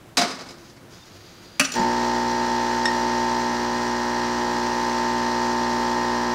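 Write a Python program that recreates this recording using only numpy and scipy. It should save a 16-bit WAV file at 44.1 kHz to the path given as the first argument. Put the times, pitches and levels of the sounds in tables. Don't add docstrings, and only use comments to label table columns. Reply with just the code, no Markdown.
import sys
import numpy as np
from scipy import signal
from scipy.fft import rfft, irfft
from scipy.io import wavfile

SR = 44100
rng = np.random.default_rng(int(sys.argv[2]) if len(sys.argv) > 2 else 0)


def rack_gain(trim_db):
    fader = np.asarray(trim_db, float)
    return 10 ** (fader / 20)


def to_wav(sig):
    pcm = np.clip(np.atleast_2d(sig), -1, 1) * 32767
    pcm = np.round(pcm).astype(np.int16)
    wavfile.write(sys.argv[1], SR, pcm.T)


N = 279594
TIME = np.arange(N) / SR


def rms_one(x):
    return x / np.sqrt(np.mean(x ** 2) + 1e-20)


def in_time(rows):
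    s, *columns = np.transpose(rows)
    return [np.interp(TIME, s, c) for c in columns]


def at_hz(points, hz):
    table_hz, level_db = np.transpose(points)
    return np.interp(np.log(hz), np.log(table_hz), level_db)


def held(start_s, length_s, edge_s):
    end_s = start_s + length_s + edge_s
    return np.clip(np.minimum(TIME - start_s, end_s - TIME) / edge_s, 0, 1)


def drift(rate, count=1):
    r = np.exp(-128 * np.pi * rate / SR)
    chance = rng.standard_normal((count, N // 64 + 1502))
    slow = signal.lfilter([1], [1, -2 * r, r * r], chance)[:, 1500:]
    return np.array([np.interp(np.arange(N) / 64, np.arange(len(s)), rms_one(s)) for s in slow])


def coloured(x, spectrum, peaks=()):
    hz = np.maximum(np.fft.rfftfreq(len(x), 1 / SR), 1)
    humps = sum(rack_gain(db) / (1 + (2 * (hz - f) / width) ** 2) for f, width, db in peaks)
    return irfft(rfft(x) * rack_gain(at_hz(spectrum, hz)) * (1 + humps), len(x))


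def ring(x, hz, t60):
    r, w = rack_gain(-60 / (t60 * SR)), 2 * np.pi * hz / SR
    return signal.lfilter([0, np.sin(w)], [1, -2 * r * np.cos(w), r * r], x + 1e-18)


def bandpass(x, low, high):
    return signal.sosfilt(signal.butter(2, [low, high], "band", fs=SR, output="sos"), x)


def blows(events, modes, crash, rise_s, contact_s, crash_s, longest_s, ring_db, crash_db, spread_db,
          pivot_hz=1500):
    out, first = np.zeros((2, N)), round(events[0][0] * SR)
    size = min(SR, N - first)
    here = slice(first, first + size)
    grit = rng.standard_normal((3, size)) * rack_gain(2.5 * rng.exponential(1, (3, size)))
    luck = rng.normal(0, spread_db, (len(events), 40))
    since = np.maximum(np.arange(size) / SR + first / SR - np.array(events)[:, :1], 0)
    loudest = max(db for s, db, bright in events)

    def shower(hz, fade_s, k):
        top = np.clip(np.log2(hz / pivot_hz) / 1.07, 0, 1)
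        total = 0
        for i, (s, db, bright) in enumerate(events):
            level = rack_gain(db + top * (bright - events[0][2]) + luck[i, k])
            build_s = rise_s * (2.5 + 0.51 * (loudest - db))
            total = total + level * np.exp(-since[i] / fade_s) * (1 - np.exp(-since[i] / build_s))
        return total

    for k, (hz, db, t60) in enumerate(modes):
        rung = ring(grit[0] * shower(hz, contact_s, k), hz, min(t60, longest_s))
        out[0, here] += rack_gain(loudest + ring_db + db) * rung / np.abs(rung).max()
    noise = [rms_one(coloured(g, crash)) for g in grit[1:]]
    for k, low in enumerate(100 * 2 ** np.arange(7.25)):
        band = bandpass(noise[k % 2], low, min(2 * low, .45 * SR))
        fade_s = crash_s * (low / 2000) ** -.25
        out[1, here] += rack_gain(crash_db) * band * shower(2.0 * low, fade_s, 30 + k)
    return out


# pitch_hz, level_db [dB per Hz]
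AIR_SPECTRUM = [(15, -46), (25, -10), (64, -9.5), (101, -3.5), (305, -8.5), (340, -4), (410, -12.5),
                (445, -13), (762, -14), (895, -15.5), (1450, -18), (2630, -24.5), (15500, -38)]


def room_air():
    return rack_gain(-47.5 + .8 * drift(5)[0]) * rms_one(coloured(rng.standard_normal(N), AIR_SPECTRUM))


# pitch_hz, t60_s
KITCHEN_DECAY = [(150, 0.7), (1000, 0.59), (4000, 0.54), (12000, 0.22)]


def kitchen(x):
    t, echo = np.arange(SR) / SR, 0
    for low in 80 * 2 ** np.arange(7.5):
        band = bandpass(rng.standard_normal(SR), low, 2 * low)
        echo = echo + band * rack_gain(-60 * t / at_hz(KITCHEN_DECAY, 1.0 * low)) * (t > .006)
    return signal.fftconvolve(x, echo / np.sqrt(np.sum(echo ** 2)))[:N]


# start_s, length_s, level_db
RUB = [(.56, 0.13, -56.5), (0.887, 0.096, -52.5), (.98, 0.089, -56), (1.064, .002, -53), (1.07, .52, -54.5),
       (1.216, 0.1, -63)]
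# pitch_hz, level_db [dB per Hz]
RUB_COLOUR = [(240, -39), (400, -4), (510, -7), (640, -11), (1090, -18), (1210, -7), (2290, -11.5),
              (4810, -8), (6710, -9.5), (7810, -23), (15000, -29)]
SQUEAK = 1.003, .022, 3630, -52


def hand():
    edge_s, rest_db = 0.028, -63
    cam_s, cam_hz, cam_width_hz = 1.08, 4900, 250
    grit = rng.standard_normal(N) * rack_gain(1.8 * rng.exponential(1, N))
    first_s, knock_s = RUB[0][0], LEVER[0][0]
    slides = rack_gain(rest_db) * held(first_s, knock_s - first_s, edge_s)
    slides += sum(rack_gain(db) * held(s, length_s, edge_s) for s, length_s, db in RUB)
    skin = rms_one(coloured(grit, RUB_COLOUR, [(cam_hz, cam_width_hz, -3)]))
    rub = slides * rack_gain(1.4 * drift(25)[0]) * skin
    cam = rms_one(ring(grit, cam_hz, 3.0 / cam_width_hz)) * held(cam_s, knock_s - cam_s, edge_s)
    cam_db = -65 + 16 * (TIME - cam_s) + 2.5 * drift(15)[0]
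    s, length_s, hz, db = SQUEAK
    squeak = rack_gain(db + 2.5 * drift(60)[0]) * held(s, length_s, edge_s) * np.sin(2 * np.pi * hz * TIME)
    return rub + rack_gain(cam_db) * cam + squeak


# start_s, pitch_hz, level_db, t60_s
THUDS = [
    (.184, 700, -18, .26),
    (.214, 700, -24, .14),
    (.2155, 5060, -20, .07),
    (.315, 5060, -34, .2),
    (.487, 5060, -41, .16),
    (1.719, 6880, -28, .06),
    (1.753, 8600, -37, .06),
    (1.793, 6900, -33, .06),
    (1.797, 200, -18, .15),
]


def thuds():
    return sum(rack_gain(db) * ring(np.arange(N) == round(s * SR), hz, t60) for s, hz, db, t60 in THUDS)


# start_s, peak_db, brightness_db
SET_DOWN = [(0.17, -7, -4.5), (0.176, -16, -9), (0.183, -25, -19), (0.195, -20, -12), (0.214, -10.5, -11),
            (0.231, -21, -18.5), (0.279, -26, -5.5), (0.304, -23, -9.5), (0.344, -29, -11),
            (0.387, -25, -12), (0.407, -26, -14), (0.46, -32.5, -9), (0.486, -30.5, -9), (0.505, -33, -11),
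            (0.539, -41, -23), (0.599, -43, -15), (0.649, -44, -10), (0.694, -51, 6), (0.76, -40, -8)]
# pitch_hz, level_db, t60_s
TRAY = [(257, -2, 0.12), (348, -22, 0.13), (2230, -4, 0.038), (3980, -3, 0.031), (4570, -16, .04),
        (5200, -15, 0.11), (6140, -8, .04), (7000, -11, .02)]
# pitch_hz, level_db [dB per Hz]
TRAY_CRASH = [(100, -25), (200, -14), (500, -12.5), (1000, -12.5), (2000, -11.5), (3000, -13), (5000, -6),
              (6500, -12.5), (9000, -21.5), (15500, -35)]


def set_down():
    return blows(SET_DOWN, TRAY, TRAY_CRASH, rise_s=0.00025, contact_s=0.015, crash_s=0.021, longest_s=.15,
                 ring_db=-10.0, crash_db=-5.5, spread_db=1.7)


# start_s, peak_db, brightness_db
LEVER = [
    (1.596, -4, -2),
    (1.599, -8.5, -8),
    (1.61, -5.5, -16),
    (1.642, -19, -13),
]
# pitch_hz, level_db, t60_s
BRASS = [(275, -6, 0.087), (605, -15.5, 0.14), (1238, -13, .14), (1410, -10, 0.16), (1555, -11, .1),
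         (1880, -11, .08), (2676, -1.5, 0.12), (2895, -12, 0.12), (3580, -17, 0.088), (4600, -1, 0.026),
         (5890, -5, .06), (7550, -5, .06), (9900, -4.5, 0.027), (2580, -0.5, 0.1)]
# pitch_hz, level_db [dB per Hz]
BRASS_CRACK = [(120, -36), (280, -26), (420, -30), (600, -13), (950, -22), (1300, -2.5), (2100, -9),
               (2640, 2), (3300, -7), (6000, -4.5), (9000, -14.5), (15500, -27)]


def lever():
    return blows(LEVER, BRASS, BRASS_CRACK, rise_s=0.00016, contact_s=0.0049, crash_s=0.006, longest_s=.14,
                 ring_db=-8.5, crash_db=-3.5, spread_db=1.5)


# start_s, peak_db, brightness_db
LATCH = [(1.6417, -19, -21), (1.6475, -14.5, -27), (1.7185, -19, -11), (1.7374, -19, -16),
         (1.7512, -22, -14), (1.7925, -26, -21)]
# pitch_hz, level_db, t60_s
SPRING = [(4300, -12, .04), (4700, -16, 0.043), (5520, 0, 0.026), (5920, 1, 0.04), (6920, -10, 0.06),
          (7460, -11, .1), (8800, -24, 0.04)]


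def latch():
    return blows(LATCH, SPRING, RUB_COLOUR, rise_s=0.00099, contact_s=0.0029, crash_s=0.0056, longest_s=.06,
                 ring_db=-5.5, crash_db=-3.5, spread_db=2.5, pivot_hz=5160)


# start_s, peak_db, brightness_db
CLINK = [
    (2.8552, -15.5, 3),
]
# pitch_hz, level_db, t60_s
GLASS = [(1830, -5, .25), (5385, -4, .17), (5415, -7, .17), (7860, -15, .08), (7950, -15, .08),
         (3700, -14, .16), (3770, -15, .16), (1863, -4, .25), (4200, -6, .025), (6100, -12, .05),
         (7150, -13, .07), (9500, -30, .06), (12200, -20, .08), (14800, -11, .05)]
# pitch_hz, level_db [dB per Hz]
GLASS_TICK = [(300, -30), (1000, -8), (4000, 0), (7000, -8), (10000, -18), (12000, -30), (15500, -45)]


def clink():
    struck = blows(CLINK, GLASS, GLASS_TICK, rise_s=2e-4, contact_s=2e-4, crash_s=0.0077, longest_s=.25,
                   ring_db=-1, crash_db=-7.0, spread_db=2)
    return signal.sosfilt(signal.butter(4, 9000, fs=SR, output="sos"), struck)


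def stroke_phase(k):
    if 4 <= k <= 12:
        return np.pi - .11 * (k - 4) ** 2 + np.pi / 2 * (k % 2)
    if 13 <= k <= 17:
        return -.72 * (k - 15) ** 2
    return 2 * np.pi * rng.random()


# start_s, case_ring_db, piston_stroke_db
PUMP = [
    [(1.77, -26.5, -28), (1.804, -27.5, -25), (1.836, -22, -30), (1.854, -25, -25.5), (1.914, -27, -27.5),
     (2.83, -27.5, -29)],
    [(2.95, -27.5, -28), (3.34, -27, -28.5), (3.52, -32, -28.5), (4.47, -32, -28.5), (4.86, -28.5, -28.5),
     (6.09, -29, -28), (6.33, -31.5, -28)],
]
# multiple [of stroke rate], level_db
STROKE = [(1, -16.5), (2, -16), (3, -17), (4, -1), (5, -10), (6, -3), (7, -19), (8, -13), (9, -12.5),
          (10, -12), (11, -13), (12, -31), (13, -10), (14, -4.5), (15, 0.5), (16, -4.5), (17, -6.5),
          (18, -13.5), (19, -26), (20, -14.5), (21, -20), (22, -14.5), (23, -40)]
# multiple [of stroke rate], level_db
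BUZZ = [(24, -22), (25, -19.5), (26, -25), (27, -12.5), (28, -16.5), (29, -15), (30, -18.5), (31, -9.5),
        (32, -25), (33, -18), (34, -23), (35, -22.5), (36, -26.5)]
# pitch_hz, level_db [rms]
WHINE = [(2283, -60), (2519, -52.5), (2880, -53), (3241, -54.5), (3359, -55.5), (3720, -59), (4048, -53),
         (4199, -49), (4317, -57), (4678, -52.5), (4737, -58), (4861, -54), (4980, -54), (5039, -52),
         (5281, -52.5), (5399, -53), (5577, -59), (5701, -55)]
# pitch_hz, level_db [dB per Hz]
CHATTER = [(35, -30), (60, -24), (150, -13), (350, -2), (700, -6.5), (1300, -7), (2100, -10.5), (2500, -14),
           (3700, -14), (4300, -12.5), (5500, -12.5), (6000, -16), (7200, -16.5), (8500, -26.5),
           (11000, -32.5), (15500, -37)]
# pitch_hz, width_hz, level_db
CASE = [(900, 150, 2), (1800, 200, 0), (4150, 150, -2), (4680, 120, 0), (5720, 130, 4), (6160, 110, 4)]
# multiple [of stroke rate], gain_db [none to full pressure]
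PRESSURE_SHIFT = [(14, -3), (17, 6), (18, 8), (19, 7), (20, 7), (21, -4), (23, -7), (26, 9), (28, 4),
                  (32, 5)]


def pump():
    stroke_hz, start_s, pressure_s = 60, 1.744, 2.5
    ring_db, stroke_db = [c - c[TIME > 3.2].mean() for c in in_time(PUMP[0] + PUMP[1])]
    since_s = TIME - start_s
    dry_db = 10 * np.exp(-np.maximum(since_s, 0) / .02)
    buzz_db = -0.11 * ring_db + dry_db
    hiss_db = 0.13 * ring_db + dry_db

    lines = [(round(k), db - 29.5) for k, db in STROKE + BUZZ]
    lines += [(round(hz / stroke_hz), db) for hz, db in WHINE]
    named = [k for k, db in lines]
    lines += [(k, -63 + 2.5 * rng.normal()) for k in range(37, 104) if k not in named]

    pressure = -np.exp(-since_s / pressure_s)
    pressure -= pressure[TIME > start_s].mean()
    shift_db = dict(PRESSURE_SHIFT)
    waver, out = drift(7.2, count=24), np.zeros(N)
    on = slice(round(start_s * SR), N)
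    for i, (k, db) in enumerate(lines):
        if k == 15:
            swell_db = ring_db
        else:
            swell_db = stroke_db if k < 24 else buzz_db if k < 37 else hiss_db
        loose = .03 + .005 * k
        phase = 2 * np.pi * k * stroke_hz * TIME[on] + loose * waver[i % 24, on] + stroke_phase(k)
        level_db = db + swell_db[on] + shift_db.get(k, 0) * pressure[on] + 0.6 * waver[(i + 11) % 24, on]
        out[on] += np.sqrt(2) * rack_gain(level_db) * np.cos(phase)

    chatter = rms_one(coloured(rng.standard_normal(N), CHATTER, CASE))
    pulse = 1 + .28 * np.cos(2 * np.pi * stroke_hz * TIME)
    out += rack_gain(-33 + hiss_db + 0.5 * drift(11)[0]) * pulse * chatter
    return out * np.clip(since_s / .025, 0, 1)


def scene():
    hits = set_down() + lever() + latch() + clink()
    no_bass = signal.butter(4, 170, "high", fs=SR, output="sos")
    rings, crashes = signal.sosfilt(no_bass, hits)
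    echo = kitchen(rack_gain(-9.5) * crashes + rack_gain(-13) * rings)
    return (room_air() + echo + hand() + thuds() + rings + crashes + pump())[None]


def band_limit(x):
    return signal.sosfilt(signal.butter(12, 16540, fs=SR, output="sos"), x)


def record(dry):
    rounded = .8 * np.tanh(dry / .8)
    mix = signal.sosfilt(signal.ellip(10, .5, 70, 15750, fs=SR, output="sos"), rounded)
    return band_limit(mix)


dry = scene()
out = record(dry)
to_wav(out)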